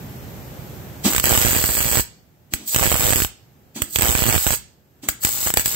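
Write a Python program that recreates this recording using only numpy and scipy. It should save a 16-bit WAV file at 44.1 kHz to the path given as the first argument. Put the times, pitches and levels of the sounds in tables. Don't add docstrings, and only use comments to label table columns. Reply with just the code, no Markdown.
import sys
import numpy as np
from scipy import signal
from scipy.fft import rfft, irfft, next_fast_len
from scipy.io import wavfile
from scipy.ndimage import uniform_filter1d, minimum_filter1d, map_coordinates

SR = 44100
rng = np.random.default_rng(int(sys.argv[2]) if len(sys.argv) > 2 else 0)


def store_pcm(level_fs):
    pcm = np.round(np.clip(level_fs, -1, 1) * 32767).astype(np.int16)
    wavfile.write(sys.argv[1], SR, np.atleast_2d(pcm).T)


def gain_from_decibels(decibels):
    exponent = np.asarray(decibels, float) / 20
    return 10 ** exponent


N = 253826

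# (time [s], level [dB])
SHOP_GAIN = [
    (0, 2),
    (1.04, 1.5),
    (1.15, 1),
    (2.3, -17),
    (3.6, -15),
    (4.9, -18),
    (5.75, -6),
]
# (frequency [Hz], level [dB])
SHOP_COLOUR = [(15, -64), (25, -43), (59, -2.5), (130, -1.5), (261, -11), (361, -14), (449, -15),
               (834, -18.5), (981, -24.5), (1550, -25), (4690, -33), (7830, -32.5), (9990, -43),
               (12700, -26.5), (15800, -31)]
# (frequency [Hz], likeness [-1 to 1])
SHOP_LIKENESS = [(60, 0.58), (290, 0.88), (640, 0.27), (1400, 0), (15000, 0.073)]
# (frequency [Hz], left over right [dB])
SHOP_BALANCE = [(60, -7.5), (200, -1.5), (1300, 3), (2400, -0.5), (6000, 2), (8100, -6.5), (10800, 5.5),
                (13300, -3.5)]
# (frequency [Hz], t60 [s])
WALL_T60 = [(100, .3), (1000, 0.31), (5000, 0.47), (10000, .24), (16000, .1)]
# (frequency [Hz], width [Hz], level [dB])
PANEL_MODES = [(3100, 760, -4), (6600, 68, 1), (7030, 37, -1), (7990, 64, -10), (8346, 150, 0.5),
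               (11860, 72, 3), (12300, 280, 2.5), (13600, 2700, -7.5)]
# (frequency [Hz], level [dB])
LEFT_PORT = [(400, -9.5), (2000, 5), (5000, -3), (6000, -2), (7300, 6), (7900, 8.5), (8700, -10.5),
             (9350, -23), (9750, -5.5), (11200, -1.5), (11800, 0.5), (12600, -0.5), (14400, -7),
             (15700, 13.5)]
RIGHT_PORT = [(400, -3), (2000, 2), (5000, -0.5), (6000, 0.5), (7300, 2.5), (8000, 14), (8400, 2),
              (8800, 2.5), (9900, -3), (11300, -1.5), (12100, 2.5), (13300, 2), (14100, 9), (15700, -2.5)]
# (time [s], thud level [dB], gas level [dB], t60 [s], length [s])
TRIGGER_PULLS = [
    (1.046, -16, -18.5, 1.06, .085),
    (2.519, -39.5, -40.5, 1.02, .2),
    (3.757, -30.5, -31, 0.4, 0.29),
    (5.031, -34, -37.5, 0.37, .18),
]
# (frequency [Hz], width [Hz], level [dB])
CABINET_MODES = [(210, 31, -3.5), (297, 54, -4.5), (363, 28, -6.5), (700, 540, -23)]
# (frequency [Hz], level [dB])
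GAS_COLOUR = [(600, -23), (2000, -5), (4500, 4), (6000, 4), (7200, -0.5), (16000, -9)]
# (frequency [Hz], level [dB])
HISS_COLOUR = [(1500, -38.5), (3200, -12.5), (4500, -0.5), (6500, -2.5), (16000, -2.5)]
ROAR_COLOUR = [(150, -16.5), (500, 5.5), (3000, -3.5), (5000, -12), (9000, -55.5)]
# (frequency [Hz], level [dB])
THIN_COLOUR = [(1500, -11), (3500, -2.5), (6000, 3.5), (16000, -1)]
FULL_COLOUR = [(200, 5), (1000, 0.5), (3100, -3.5), (5000, -19), (9000, -31)]
# (time [s], left over right shift [dB])
TORCH_SHIFT = [
    (1, 0),
    (2.6, -0.5),
    (4.6, -1.5),
    (5, 4.5),
    (5.75, 2.5),
]
# (fully lit [s], dies [s], hiss level [dB], swell [dB/s])
BURNS = [
    (1.07, 1.199, -27.5, 600),
    (1.237, 2.003, -23.5, 895),
    (2.68, 3.24, -24.5, 904),
    (3.96, 3.968, -27, 300),
    (4.014, 4.547, -25.5, 2004),
    (5.234, 5.505, -24.5, 900),
    (5.563, 5.615, -28, 2000),
    (5.657, 5.8, -23.5, 909),
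]
FLASH_TIMES = [2.537, 3.82, 3.988, 5.0875, 5.54]
FLASH_LEVELS = [-27, -29.5, -26.5, -25, -32]
# (time [s], vigour [dB])
WELD_VIGOUR = [
    [(1.05, -3), (1.15, -2), (1.4, 1), (1.62, -5.5), (1.74, -8), (1.8, -3), (1.9, -6.5), (1.98, -1.5)],
    [(2.7, -24.5), (2.75, -7.5), (2.86, 2), (2.89, -8.5), (2.93, -1.5), (2.98, -8), (3.04, -2),
     (3.24, -6.5)],
    [(3.95, -4), (4.04, -1.5), (4.16, -5.5), (4.35, 0.5), (4.42, -10.5), (4.45, -9), (4.47, -2),
     (4.54, -3.5)],
    [(5.25, -10), (5.31, -16), (5.44, -12.5), (5.47, -2), (5.52, -26), (5.59, 3.5), (5.69, -14.5),
     (5.75, -13)],
]
# (time [s], crack level [dB], punch over crack [dB])
LONE_STRIKES = [(1.0543, -16, -1), (1.1473, -9.5, 1.5), (1.1622, -3.5, -5.5), (1.1799, -6.5, -6.5),
                (1.1975, -4, -11), (1.2396, -6, -6.5), (2.5361, -8.5, -7.5), (2.7451, -6.5, -13),
                (3.1041, -7.5, -1), (3.1319, -9.5, 4.5), (3.2008, -9, -4), (3.2194, -10.5, -0.5),
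                (3.2464, -10, -6.5), (3.8187, -10, -5.5), (3.9579, -7, -1.5), (3.9858, -9, -3),
                (3.9943, -15, 1.5), (4.0089, -9.5, -4.5), (4.3613, -12.5, 1.5), (4.3783, -13, -1.5),
                (4.4729, -9.5, -3), (4.5052, -10.5, -0.5), (5.0866, -6, -5), (5.2483, 0.5, -11.5),
                (5.2692, -11.5, -7.5), (5.4277, -16, -10.5), (5.502, -9.5, -2.5), (5.5386, -4.5, -12),
                (5.5948, -7.5, -10), (5.6576, -7.5, -11)]
# (time [s], crack level [dB], punch over crack [dB])
HARD_BREAKS = [(1.124, -17, -4), (1.2547, -2.5, -18), (1.2922, -5, -12), (1.3746, -2, -9),
               (1.405, -22.5, 6.5), (5.4629, -15, -1), (1.5207, -12, -1.5), (1.5485, -9.5, 1.5),
               (1.6393, -7, -1), (1.69, -14.5, -2), (1.7689, -11.5, -5), (1.8374, -19, -6.5),
               (1.9136, -9.5, -12), (1.9704, -6, -2), (2.7605, -1.5, -6), (2.8113, -15.5, 2),
               (2.8558, -10.5, 1.5), (2.9159, -7.5, 1.5), (2.9541, -16, 9.5), (3.0067, -7, -4.5),
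               (3.1241, -13, 3.5), (3.1573, -8, -7), (4.0204, -2, -5.5), (4.1504, -10, 3),
               (4.2018, -13.5, 0), (4.4658, -10, 0), (4.5213, -11, -6), (5.289, -9, -14), (5.5711, 2, -5),
               (5.677, -16.5, -11)]

FLASH_HOLD_S, FLASH_DB_PER_S = .002, 3000
FADE_DB_PER_S, ROAR_FADE_DB_PER_S = 489, 609
FLARE, ROAR_FLARE, ROAR_DB = .2, 0.8, 2.5
DROP_S, DROP_SCATTER_S, MISSED = .0085, .0008, .07
LONG_SHORT_S, LONE_S = .011, .015
DROP_DB, DROP_FLARE, LONE_DB = -9.5, 0.66, 2
THUMP_DB, THUMP_T60_S = -16, 0.4
THUMP_FLARE, THUMP_SEAM = 0.59, 1


def unit(x):
    return x / np.sqrt(np.mean(x ** 2) + 1e-20)


def along(points, hz):
    f, v = np.transpose(points)
    return np.interp(np.log(hz + 1), np.log(f + 1), v)


def curves(rows):
    s, *cols = np.transpose(rows)
    return [np.interp(np.arange(N) / SR, s, c) for c in cols]


def wobble(rate):
    knots = rng.standard_normal(int(N * rate / SR) + 4)
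    return map_coordinates(knots, [np.arange(N) * rate / SR])


def filtered(x, response):
    m = next_fast_len(N + SR // 2)
    return irfft(rfft(x, m) * response(np.fft.rfftfreq(m, 1 / SR)), m)[..., :N]


def tint(x, points):
    return filtered(x, lambda f: gain_from_decibels(along(points, f)))


def resonance(f, hz, width_hz):
    return 1j * f * width_hz / (hz * hz - f * f + 1j * f * width_hz)


def train(s, db, shape):
    return signal.fftconvolve(np.bincount((s * SR).astype(int), gain_from_decibels(db), N), shape)[:N]


def pair(shared, lag=11):
    same, left, right = rng.standard_normal((3, N))
    shared = np.clip(shared, 0, 1)
    delay_s = np.array([[lag], [0]]) / SR
    both = filtered(same, lambda f: np.exp(-2j * np.pi * f * delay_s))
    return np.sqrt(shared) * both + np.sqrt(1 - shared) * np.array([left, right])


def even(x):
    return x / np.sqrt(np.abs(uniform_filter1d(x ** 2, size=SR // 300)) + 1e-9)


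def shop():
    turn = lambda f: np.arccos(np.clip(along(SHOP_LIKENESS, f), -1, 1)) / 2
    spread = lambda f: gain_from_decibels(along(SHOP_COLOUR, f)) * [np.cos(turn(f)), np.sin(turn(f))]
    mid, side = filtered(rng.standard_normal((2, N)), spread)
    lean = lambda f: gain_from_decibels(along(SHOP_BALANCE, f) * [[.5], [-.5]])
    air = filtered(np.array([mid + side, mid - side]), lean)
    blades = lambda f: resonance(f, 121, 14) + .3 * resonance(f, 360, 15)
    fan = filtered(rng.standard_normal(N), blades)
    gain = gain_from_decibels(curves(SHOP_GAIN)[0] + .4 * wobble(4))
    return gain * (gain_from_decibels(-37) * unit(air) + gain_from_decibels(-45) * unit(fan))


def walls(x):
    hz, t, z = signal.stft(rng.standard_normal((2, SR // 2)), SR, nperseg=256)
    decay = gain_from_decibels(-60 * t / along(WALL_T60, hz)[:, None])
    tail = signal.istft(z * decay, SR, nperseg=256)[1]
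    late = np.pad(x, ((0, 0), (200, 0)))
    return signal.fftconvolve(late, tail / np.linalg.norm(tail[0]), axes=1)[:, :N]


def ports(x):
    t = np.arange(SR // 100) / SR
    echoes = gain_from_decibels(-24 - 60 * t / .02) * rng.standard_normal((2, 2, len(t))) * (t > .0004)
    turn = 2.5 * wobble(4)
    near = x
    for part, echo in zip([np.cos(turn), np.sin(turn)], echoes):
        near = near + signal.fftconvolve(x * part, echo, axes=1)[:, :N]
    rings = lambda f: 1 + sum(gain_from_decibels(db) * resonance(f, hz, w) for hz, w, db in PANEL_MODES)
    cavities = lambda f: gain_from_decibels(np.array([along(LEFT_PORT, f), along(RIGHT_PORT, f)]) - 2.5)
    return filtered(near, lambda f: rings(f) * cavities(f))


def trigger():
    s, thud_db, gas_db, t60, length = np.transpose(TRIGGER_PULLS)[..., None]
    age = np.arange(N) / SR - s
    fading = gain_from_decibels(-60 * np.abs(age) / t60) * np.clip((length - age) / 0.064, 0, 1)
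    shake = np.sum(gain_from_decibels(thud_db) * fading * np.clip(age / 0.0067, 0, 1), axis=0)
    flow = np.sum(gain_from_decibels(gas_db) * fading * np.clip(age / 0.027 + .7, 0, 1) ** 2, axis=0)
    body = lambda f: sum((-1) ** k * gain_from_decibels(db) * resonance(f, hz, w) for k, (hz, w, db) in enumerate(CABINET_MODES))
    thud = shake * unit(filtered(pair(1.0, lag=1), body))
    gas = flow * unit(tint(pair(0.38, lag=3.4), GAS_COLOUR))
    return thud, gas


def column():
    flashes = [(s, s + FLASH_HOLD_S, db, FLASH_DB_PER_S) for s, db in zip(FLASH_TIMES, FLASH_LEVELS)]
    lit, dies, burn_db, swell = np.transpose(BURNS + flashes)[..., None]
    t, vigour = np.arange(N) / SR, curves(np.vstack(WELD_VIGOUR))[0]
    rise_db = swell * np.clip(lit - t, 0, None)
    fall_db = FADE_DB_PER_S * np.clip(t - dies, 0, None)
    hiss_db = np.max(burn_db - rise_db - fall_db, axis=0)
    unlit_s = np.min(np.clip(np.maximum(t - dies, lit - t), 0, None), axis=0)
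    roar_db = hiss_db - ROAR_FADE_DB_PER_S * unlit_s + ROAR_DB + ROAR_FLARE * vigour
    return hiss_db + FLARE * (vigour + 5), roar_db


def reignitions():
    contacts = np.vstack([LONE_STRIKES, HARD_BREAKS])
    start = np.transpose(HARD_BREAKS)[0][:, None]
    marks = np.concatenate([contacts[:, 0] - LONG_SHORT_S, np.transpose(BURNS)[1], contacts[:, 0]])
    stop = np.where(marks > start + .001, marks, N).min(axis=1, keepdims=True)
    step, size, hardness = rng.standard_normal((3, len(HARD_BREAKS), 30))
    s = start + np.cumsum(DROP_S + DROP_SCATTER_S * step, axis=1)
    vigour = np.interp(s, *np.vstack(WELD_VIGOUR).T)
    crack_db = DROP_DB + DROP_FLARE * vigour + 1.5 * size
    punch_db = np.minimum(vigour + 2.2 * hardness, 3)
    drops = np.stack([s, crack_db, punch_db], axis=-1)
    heard = (s < np.minimum(stop, N / SR)) & (rng.random(s.shape) > MISSED)
    every = np.vstack([contacts, drops[heard]])
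    return every[np.argsort(every[:, 0])].T


def blast(s, crack_db, punch_db):
    t = np.arange(SR // 50) / SR
    blow_db = crack_db + punch_db
    flick = .5 * np.exp(-((t - .0004) / 0.001) ** 2) - np.exp(-((t - .0011) / 0.0003) ** 2)
    ragged = np.exp(-(t / 0.0036) ** 2) * (1 - np.exp(-t / 0.00091))
    dull = unit(filtered(rng.standard_normal((2, N)), lambda f: resonance(f, 330, 1000)))
    punch = train(s, blow_db, flick) * [[0], [1]]
    punch = punch + train(s, blow_db - 7.5, ragged) * dull * gain_from_decibels([[-9], [0]])
    jolt_db = .7 * blow_db + rng.normal(0, 2.5, (2, len(s)))
    lone = np.diff(s, prepend=0) > LONE_S
    kicks = train(s, jolt_db[0], [-1.]) + train(s, jolt_db[1] - 2 - 20 * lone, [1.])
    housing = lambda f: resonance(f, 63, 38) * resonance(f, 53, 320)
    ring = filtered(kicks, housing)
    slow = np.sqrt(np.abs(uniform_filter1d(ring ** 2, size=SR // 12))) + 0.11 * np.std(ring)
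    flutter = gain_from_decibels(-14) * unit(filtered(rng.standard_normal(N), housing))
    dying = gain_from_decibels(-120 * np.arange(SR // 4) / SR / THUMP_T60_S)
    shaken = np.abs(train(s, 2 * THUMP_FLARE * (blow_db + 14.5), dying)) ** .5
    thump = gain_from_decibels(THUMP_DB - 9 - THUMP_SEAM * curves(TORCH_SHIFT)[0])
    return punch + thump * shaken * np.array([flutter, ring / slow])


def arc(s, crack_db, punch_db):
    hiss_db, roar_db = column()
    t = np.arange(SR // 50) / SR
    burst = (1 - np.exp(-(t / .0009) ** 2)) * (np.exp(-(t / .0026) ** 4) + .12 * gain_from_decibels(-60 * t / .025))
    crack_db = crack_db + np.clip(70 * (np.diff(s, prepend=s[0]) - .012), 0, 3.5)
    lone = np.diff(s, prepend=0) > LONE_S
    proud = crack_db - hiss_db[(s * SR).astype(int)]
    thin_db = crack_db - 5.5 - np.clip(11 - proud, 0, 6)
    thin = train(s, thin_db, burst) * even(tint(pair(0.66), THIN_COLOUR))
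    full_db = crack_db + 0.44 * punch_db - 4.5 + LONE_DB * lone
    full = train(s, full_db, burst) * even(tint(pair(0.52), FULL_COLOUR))
    shock = tint(train(s, crack_db + 0.6 * punch_db - 0.5, -1. * (t == t[45])), FULL_COLOUR)
    full = (full + np.array([np.roll(shock, 11), shock])) * gain_from_decibels([[-5.5], [.6]])
    short = np.roll(train(s, 0 * crack_db, np.hanning(SR // 130)), -SR // 260)
    short += np.roll(train(s[lone], 0 * s[lone] - 9, np.hanning(SR // 90)), -SR // 95)
    lit = 1 - .6 * np.clip(short, 0, 1)
    ripple = np.sin(2 * np.pi * 120 * np.arange(N) / SR + 1.3 * wobble(25))
    spit = gain_from_decibels(1.2 * wobble(900) + 0.9 * wobble(130) + 1.2 * ripple)
    hiss = gain_from_decibels(hiss_db + 4.0) * lit * unit(tint(spit * pair(0.37), HISS_COLOUR))
    churn = gain_from_decibels(2.2 * wobble(150) + 1.2 * ripple)
    roar = gain_from_decibels(roar_db - 4.0) * lit * unit(tint(churn * pair(0.26), ROAR_COLOUR))
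    return (thin + full + hiss + roar) * gain_from_decibels(curves(TORCH_SHIFT)[0] * [[.5], [-.5]])


def scene():
    thud, gas = trigger()
    pops = reignitions()
    torch = ports(arc(*pops) + gas)
    return torch + gain_from_decibels(-15.5) * walls(torch) + blast(*pops) + thud + shop()


def gated_bands(x, under_db, chance_db):
    hz, _, z = signal.stft(x, SR, nperseg=1024)
    power = (np.abs(z[:, :-1].reshape(2, -1, 8, z.shape[-1])) ** 2).mean(2)
    level = 10 * np.log10(uniform_filter1d(power, size=5, axis=2) + 1e-20)
    around = uniform_filter1d(level, size=13, axis=1)
    around = around + np.clip(.07 * (around + 80), 0, 1.5)
    keep = level - around + chance_db * rng.standard_normal(level.shape[1:]) > -under_db
    keep = minimum_filter1d(keep, size=3, axis=2)
    spared = (hz[:-1, None] < 2400) | (hz[:-1, None] > 11500)
    z[:, :-1] *= np.repeat(keep, 8, axis=1) | spared
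    return signal.istft(z, SR, nperseg=1024)[1][:, :N]


def band_limit(x):
    return signal.sosfilt(signal.butter(12, 16500, fs=SR, output="sos"), x)


def record(dry):
    cut = filtered(dry, lambda f: (1j * f / (42 + 1j * f)) ** 2)
    clipped = cut / (1 + np.abs(cut / .88) ** 5) ** (1 / 5)
    thinned = gated_bands(clipped, under_db=10, chance_db=3.8)
    edge = lambda f: np.clip((15900 - f) / 250, 0, 1) ** 2
    return band_limit(filtered(thinned, edge))


dry = scene()
out = record(dry)
store_pcm(out)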